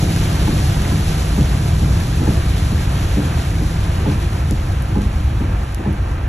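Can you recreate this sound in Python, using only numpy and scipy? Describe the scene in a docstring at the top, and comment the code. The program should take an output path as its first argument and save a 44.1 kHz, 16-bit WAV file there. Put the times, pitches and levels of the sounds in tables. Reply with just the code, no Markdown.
"""Road rumble fills a car that slows for a junction in heavy rain, heard at two close microphone ports.
The tyres force the body into vibration, and the cabin air booms. Wiper impacts excite the modes of the
windshield at both ends of each sweep; between them the blades swish through the water. Drops drum on the
roof and ring on the glass, spray hisses less as the speed falls, and a few sharp ticks sound nearby."""
import sys
import numpy as np
from scipy import signal
from scipy.fft import rfft, irfft, next_fast_len
from scipy.io import wavfile
from scipy.ndimage import uniform_filter1d, map_coordinates

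SR = 44100
rng = np.random.default_rng(int(sys.argv[2]) if len(sys.argv) > 2 else 0)


def unload_wav(signal):
    """Save mono or channel-first audio to the path in sys.argv[1] as 16-bit WAV at rate SR, clipped to [-1, 1]."""
    wavfile.write(
        sys.argv[1],
        SR,
        np.round(np.clip(np.atleast_2d(signal).T, -1, 1) * 32767).astype(np.int16),
    )


N = 276948
TIME = np.arange(N) / SR
BAND_LIMIT_HZ = 15800

# Spectra of the body rumble and the cabin boom: f/Hz, relative density/dB
RUMBLE_SPECTRUM = [(12, -52), (22, -19), (32, 4), (41, -13), (50, 5.5), (72, 3.5), (88, 3), (100, -1.5),
                   (116, -5), (135, -6.5), (250, -61)]
BOOM_SPECTRUM = [(95, -8), (128, 2), (163, 0), (181, -14.5), (198, -9), (222, -11), (290, -13), (350, -15),
                 (480, -24), (700, -51)]
# Rougher and smoother stretches of road: middle t/s, duration/s, level change/dB
ROAD_SURFACE = [(1.8, 1, 1.5), (5.344, 0.41, 2), (5.76, 0.26, -4.5)]


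def road():
    """Structure-borne sound: tyres shake the body and cabin air; the boom dies away as the car slows."""
    surface_db = sum(db * np.exp(-(2 * (TIME - s) / length) ** 2) for s, length, db in ROAD_SURFACE)
    rumble = amp(-17.5 + 0.013 * slowing_db()) * drone(RUMBLE_SPECTRUM, evenness=.7, span_s=.14)
    boom = amp(-20.5 + 0.82 * slowing_db()) * drone(BOOM_SPECTRUM, evenness=.6, span_s=.2)
    return amp(surface_db) * (rumble + boom + hum())


# Low cabin tones: f/Hz, base level/dB, fall per dB of slowing/dB
CABIN_TONES = [(70.35, -26.5, 0.44), (100.7, -27, 0.2), (134.1, -27.5, 1.5), (163.5, -24.5, 1.4),
               (192.7, -33.5, 0.37)]


def hum():
    """Forced vibration: engine and road sustain low, wavering tones, alike at both ports."""
    track = np.zeros(N)
    for hz, db, follows in CABIN_TONES:
        level_db = db + follows * slowing_db() + wobble(6)
        pitch = hz * (1 + 0.0195 * wobble(7))
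        track += amp(level_db) * np.sqrt(2) * tone(pitch)
    return track


SWEEP_S, FAR_TURN_S, FOOT_TURN_S = .8968, .481, .026  # wiper period; first turn at each end
# Modes of the windshield with its linkage, and of the rubber lip: f/Hz, relative level/dB, T60/s
GLASS_MODES = [(146, -8.5, 0.28), (202.8, -9.5, 0.4), (229.6, 4, 0.071), (295.6, -0.5, 0.11),
               (353, -3.5, 0.058), (402, -7.5, 0.068), (470, -16.5, 0.068), (530, -14.5, 0.095)]
LIP_MODES = [(850, 8.5, 0.094), (886, 10, 0.053), (986, 9, 0.053), (1764, 5, 0.03)]
# Friction of rubber on wet glass: f/Hz, relative density/dB
RUB_SPECTRUM = [(120, -10), (200, 5), (260, 2.5), (340, 4), (450, -6.5), (620, -12), (900, -17),
                (1100, -21), (2000, -35), (6000, -90)]
# Reversals at the far end of the sweep: t/s, thump gain/dB, lip gain/dB, drag level/dB
REVERSALS = [(0.4812, -11, -28, -34), (1.3785, -10.5, -29, -34), (2.2771, -10, -28.5, -20),
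             (3.1706, -9.5, -34.5, -33), (4.0652, -9.5, -31, -27.5), (4.962, -11.5, -29, -28),
             (5.8621, -11, -30, -28.5)]


def wipers(foot_db=-13.5, cushion_s=.0033, lip_lead_s=.0078):
    """Impact and friction: at each reversal the lip snaps over, the arm knocks and the rubber rubs."""
    def knock():
        return blow(GLASS_MODES, scatter_db=.7, attack_s=cushion_s)

    def rub_off(s):
        return np.clip((TIME - s) / cushion_s, 0, 1) ** 2 * np.exp(-np.abs(TIME - s) / .078)

    knocks, rubbing = np.zeros((2, N))
    for s, thump_db, lip_db, drag_db in REVERSALS:
        add(knocks, s - lip_lead_s, amp(lip_db) * blow(LIP_MODES, scatter_db=1.5, attack_s=.004))
        add(knocks, s, amp(thump_db) * knock())
        # the second blade follows, more softly
        add(knocks, s + .0147, amp(thump_db - 3) * knock())
        add(knocks, s + .047, amp(lip_db - 11) * blow(LIP_MODES, scatter_db=2, attack_s=.003))
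        drag = np.exp(-((TIME - s + .051) / .028) ** 2)  # swells just before the turn
        rubbing += amp(drag_db) * drag + amp(thump_db - 13) * rub_off(s)
    for s in np.arange(FOOT_TURN_S, N / SR, SWEEP_S):  # softer turns at the foot of the glass
        add(knocks, s - lip_lead_s, amp(foot_db - 35) * blow(LIP_MODES, scatter_db=6, attack_s=.0027))
        add(knocks, s, amp(foot_db) * knock())
        rubbing += amp(foot_db - 15.5) * rub_off(s)
    track = rubbing * unit(coloured(noise(), RUB_SPECTRUM))
    track[0] += knocks  # row 0 becomes the part that both ports share
    return track


def blow(modes, scatter_db, attack_s):
    """Modal superposition: a cushioned impact starts damped sinusoids, slightly different each time."""
    t = np.arange(SR // 3) / SR
    hz, db, t60 = np.transpose(modes)[:, :, None]
    strength = amp(db + scatter_db * rng.standard_normal(hz.shape))
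    pitch = hz * (1 + 0.0094 * rng.standard_normal(hz.shape))
    ring = strength * amp(-60 * t / t60) * np.sin(2 * np.pi * pitch * t)
    return ring.sum(0) * (1 - np.exp(-2 * t / attack_s)) ** 2


# Water hiss, falling with the car's speed: t/s, relative level/dB
HISS_LEVELS = [(0.0, -32.5), (0.68, -33.5), (1.36, -35), (3.69, -38), (6.19, -48.5), (6.28, -49.5)]
# Fine spray: f/Hz, relative density/dB
HISS_SPECTRUM = [(200, -15), (420, 10), (600, 10), (730, 13), (1000, 3), (1800, 1), (3200, 3.5),
                 (4200, 3.5), (5200, 1.7), (7200, 0), (11100, 0.5), (11900, -5), (13000, -20.5),
                 (14200, -95)]


def spray(gain_db=3.5, flutter_db=0.85):
    """Incoherent summation: droplets on glass and tyres merge into a hiss, with a few standing out."""
    water = noise() + amp(-4.5) * drops(per_s=3000, spread_db=6.5)
    level_db = curve(HISS_LEVELS) + gain_db + flutter_db * wobble(24.38)
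    return amp(level_db) * unit(coloured(water, HISS_SPECTRUM))


def slowing_db():
    """Hiss falls with speed, so its change since the start (negative) stands for the speed lost."""
    hiss_db = curve(HISS_LEVELS)
    return hiss_db - hiss_db[0]


# Rain heard through the lined roof: f/Hz, relative density/dB
ROOF_SPECTRUM = [(120, -7), (250, 3), (400, -1), (550, -2.3), (595, -2.5), (655, -1.5), (740, -3),
                 (820, -1), (960, -3.5), (1270, -4), (1380, -7.5), (1490, -9), (1580, -5.5), (1660, -9),
                 (1770, -9), (2170, -14.5), (2350, -12.5), (2560, -12), (2850, -18), (3030, -18.5),
                 (3300, -24.5), (9000, -84)]


def roof_rain():
    """Random impact excitation: dense drops drum on the roof panel, whose lining damps the treble."""
    patter = drops(per_s=2000, spread_db=2) + amp(1) * noise()
    patter = cabin_reflections(patter, wet_db=-12, t60=.08)
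    level_db = -31.5 + 0.037 * slowing_db() + 1.3 * wobble(8.2)
    return amp(level_db) * unit(ports(coloured(patter, ROOF_SPECTRUM)))


def cabin_reflections(x, wet_db, t60):
    """Reverberation: glass and trim return a short, exponentially decaying tail of reflections."""
    t = np.arange(SR // 12) / SR
    tail = noise(len(t)) * amp(-60 * t / t60) * (t > .002)
    tail /= np.linalg.norm(tail[0])
    return x + amp(wet_db) * signal.fftconvolve(x, tail, axes=1)[:, :N]


CLUMP_DB, CLUMPS_PER_S = 1.4, 22  # water reaches the glass in uneven clumps
# Sound of the water on the windshield: t/s, level/dB
WETNESS = [(0, -41), (0.55, -37), (1.2, -39), (2.0, -44), (2.55, -37.5), (3.25, -39.5), (3.7, -43),
           (4.05, -37), (4.35, -42.5), (4.7, -42.5), (5.4, -43.5), (6.28, -48)]
# Water pushed by the blades: f/Hz, relative density/dB
SWISH_SPECTRUM = [(700, -25), (1150, 3), (2000, 0.5), (3000, 0), (4200, -4.5), (7000, -42), (13500, -85)]


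def swish(stroke_db=0.5):
    """Flow noise: the blades push water, louder on wetter glass and slightly louder in mid-stroke."""
    water = noise() + drops(per_s=900, spread_db=4)
    level_db = curve(WETNESS) + stroke_db * (stroke() - 0.5) + CLUMP_DB * wobble(CLUMPS_PER_S)
    return amp(level_db) * unit(coloured(water, SWISH_SPECTRUM))


def stroke():
    """Harmonic motion: the blades' squared speed, 0 at the turns and 1 in mid-stroke."""
    return np.sin(2 * np.pi * (TIME - FAR_TURN_S) / SWEEP_S) ** 2


def splats(count=1500, median_hz=1766, log_spread=0.335, attack_s=.0002, t60=0.031):
    """Damped free vibration: each big drop on the windshield rings briefly at its own pitch."""
    track, t = np.zeros((2, N)), np.arange(SR // 30) / SR
    envelope = amp(-60 * t / t60) * (1 - np.exp(-t / attack_s)) ** 2
    for (when, place), (pitch, size) in zip(rng.random((count, 2)), rng.standard_normal((count, 2))):
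        hz = median_hz * np.exp(log_spread * pitch)
        ring = amp(3 * min(size, 1.5)) * envelope * np.sin(2 * np.pi * hz * t)
        direction = np.array([[np.cos(np.pi * place)], [np.sin(np.pi * place)]])
        add(track, when * N / SR, direction * ring)
    level_db = -42.5 + 0.47 * slowing_db() + CLUMP_DB * wobble(CLUMPS_PER_S)
    return amp(level_db) * unit(track)


# Hard contacts: t/s, pulse gain/dB, fizz re pulse/dB, fizz T60/s, lower f/Hz, upper f/Hz
CONTACTS = [(4.5103, -3, -14, .004, 3600, 12500), (4.823, -10, -21, .035, 8600, 14000),
            (5.7243, -22, -11, .007, 6500, 13000), (5.7468, -5.5, -16, 0.0061, 3200, 12100),
            (5.925, -27, -6, .05, 10100, 11800)]
# Colouring common to all ticks: f/Hz, gain/dB
TICK_RESPONSE = [(1000, -10), (4000, -3), (6200, 0), (9000, -4), (11300, 3), (13500, -13), (16000, -18)]


def ticks():
    """Impulse excitation: each tiny hard contact gives a pulse and a short fizz in its own band."""
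    track, t = np.zeros((2, N)), np.arange(SR // 20) / SR
    for s, db, fizz_db, t60, low_hz, high_hz in CONTACTS:
        snap = amp(fizz_db) * noise(len(t)) * amp(-60 * t / t60)
        snap[:, 0] = 1  # the pulse
        band = signal.butter(2, [low_hz, high_hz], 'bandpass', fs=SR, output='sos')
        add(track, s, amp(db) * signal.sosfilt(band, snap))
    return coloured(track, TICK_RESPONSE)


# Water striking the wheel arches: f/Hz, relative density/dB
ARCH_SPECTRUM = [(220, -28), (270, -1), (320, 4.5), (380, -10), (460, -10.5), (620, -12), (900, -26)]


def puddle(middle_s=0.39, length_s=0.88, level_db=-35):
    """Noise-driven resonance: standing water thrown up by the tyres drums in the wheel arches."""
    crossing = np.exp(-(2 * (TIME - middle_s) / length_s) ** 4)
    return amp(level_db) * crossing * unit(coloured(noise(), ARCH_SPECTRUM))


def wiper_motor(whine_hz=828, sag=0.022, whine_db=-50):
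    """Gear-mesh tone: a faint, unsteady whine whose pitch sags under the load in mid-stroke."""
    pitch = whine_hz * (1 - sag * stroke() + 0.01115 * wobble(40))
    return amp(whine_db + 1.5 * wobble(13)) * tone(pitch)


# Relation between the microphone ports: f/Hz, left phase lead/rad, coherence (0-1)
PORT_COHERENCE = [(100, -0.0, 0.9993), (300, -0.3, 0.96), (550, -0.9, 0.66), (850, -1.5, 0.58),
                  (1200, -1.6, 0.38), (1500, -0.4, 0.75), (1900, 0.1, 0.88), (2900, 0.5, 0.28),
                  (3900, 0.8, 0.61), (4500, 2.0, 0.54), (4900, 3.2, 0.93), (5300, 5.3, 0.71),
                  (5800, 6.2, 1.0), (6300, 6.6, 0.97), (7400, 7.9, 0.8), (8400, 9.0, 0.98),
                  (9000, 9.42, 1.0), (9500, 9.75, 1.0), (9900, 10.3, 0.93), (10900, 11.0, 0.91),
                  (11900, 12.55, 1.0)]


def ports(pair):
    """Partial coherence: a shared and an opposed signal mix into left and right, shifted in phase."""
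    f, lead, coherence = np.transpose(PORT_COHERENCE)

    def weights(hz):
        angle = np.arccos(np.clip(np.interp(hz, f, coherence), 0, 1)) / 2
        return np.array([np.cos(angle), np.sin(angle)])

    shared, opposed = filtered(pair, weights)
    left_right = np.array([shared + opposed, shared - opposed])
    return filtered(left_right, lambda hz: np.exp(.5j * np.outer([1, -1], np.interp(hz, f, lead))))


def drone(spectrum, evenness, span_s):
    """Compression: coloured noise of rms 1 whose swells longer than span_s are partly evened out."""
    x = unit(ports(coloured(noise(), spectrum)))
    power = np.abs(uniform_filter1d(np.mean(x ** 2, 0), int(span_s * SR))) + 1e-6
    return unit(x / power ** (evenness / 2))


def drops(per_s, spread_db):
    """Shot noise: two independent showers of impulses with log-normal sizes; rms 1."""
    sizes = amp(spread_db * noise()) * rng.choice([-1, 1], (2, N))
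    return unit(sizes * (rng.random((2, N)) < per_s / SR))


def noise(length=N):
    """Two independent white noises."""
    return rng.standard_normal((2, length))


def tone(hz):
    """A sinusoid whose phase is the integral of its frequency."""
    return np.sin(2 * np.pi * np.cumsum(hz) / SR)


def wobble(knots_per_s):
    """A smooth curve through random knots."""
    knots = rng.standard_normal(int(N * knots_per_s / SR) + 4)
    return map_coordinates(knots, [TIME * knots_per_s])


def curve(rows):
    """Linear interpolation of (time, value) rows at every sample."""
    return np.interp(TIME, *np.transpose(rows))


def filtered(x, response):
    """Linear filtering: the spectrum of x times a complex frequency response."""
    size = next_fast_len(N + SR // 2)
    return irfft(rfft(x, size) * response(np.fft.rfftfreq(size, 1 / SR)), size)[..., :N]


def coloured(x, points):
    """Spectral shaping by (f/Hz, gain/dB) points, with a roll-off beyond the last."""
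    f, db = np.transpose(points)

    def response(hz):
        return amp(np.interp(np.log(hz + 1), np.log(f), db)) / (1 + (hz / (2 * f[-1])) ** 4)

    return filtered(x, response)


def add(track, s, sound):
    """Superpose a sound on a track at time s."""
    start = max(0, round(s * SR))
    part = sound[..., :max(0, N - start)]
    track[..., start:start + part.shape[-1]] += part


def amp(db):
    """Decibels to amplitude ratio."""
    return 10 ** (np.asarray(db) / 20)


def unit(x):
    """Scale to rms 1."""
    return x / np.sqrt(np.mean(x ** 2) + 1e-20)


def scene():
    """Superposition at the front seat; the roof is a little louder on the right."""
    front = splats() + spray() + swish() + wipers() + puddle()
    return road() + roof_rain() * amp([[-.5], [.5]]) + ports(front) + wiper_motor() + ticks()


def record(dry, low_cut_hz=25):
    """Band limiting: the microphone sheds the deepest rumble and the highest treble."""
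    return filtered(dry, lambda hz: 1 / (1 + (low_cut_hz / (hz + 1)) ** 6) / (1 + (hz / BAND_LIMIT_HZ) ** 80))


dry = scene()
out = record(dry)
unload_wav(out)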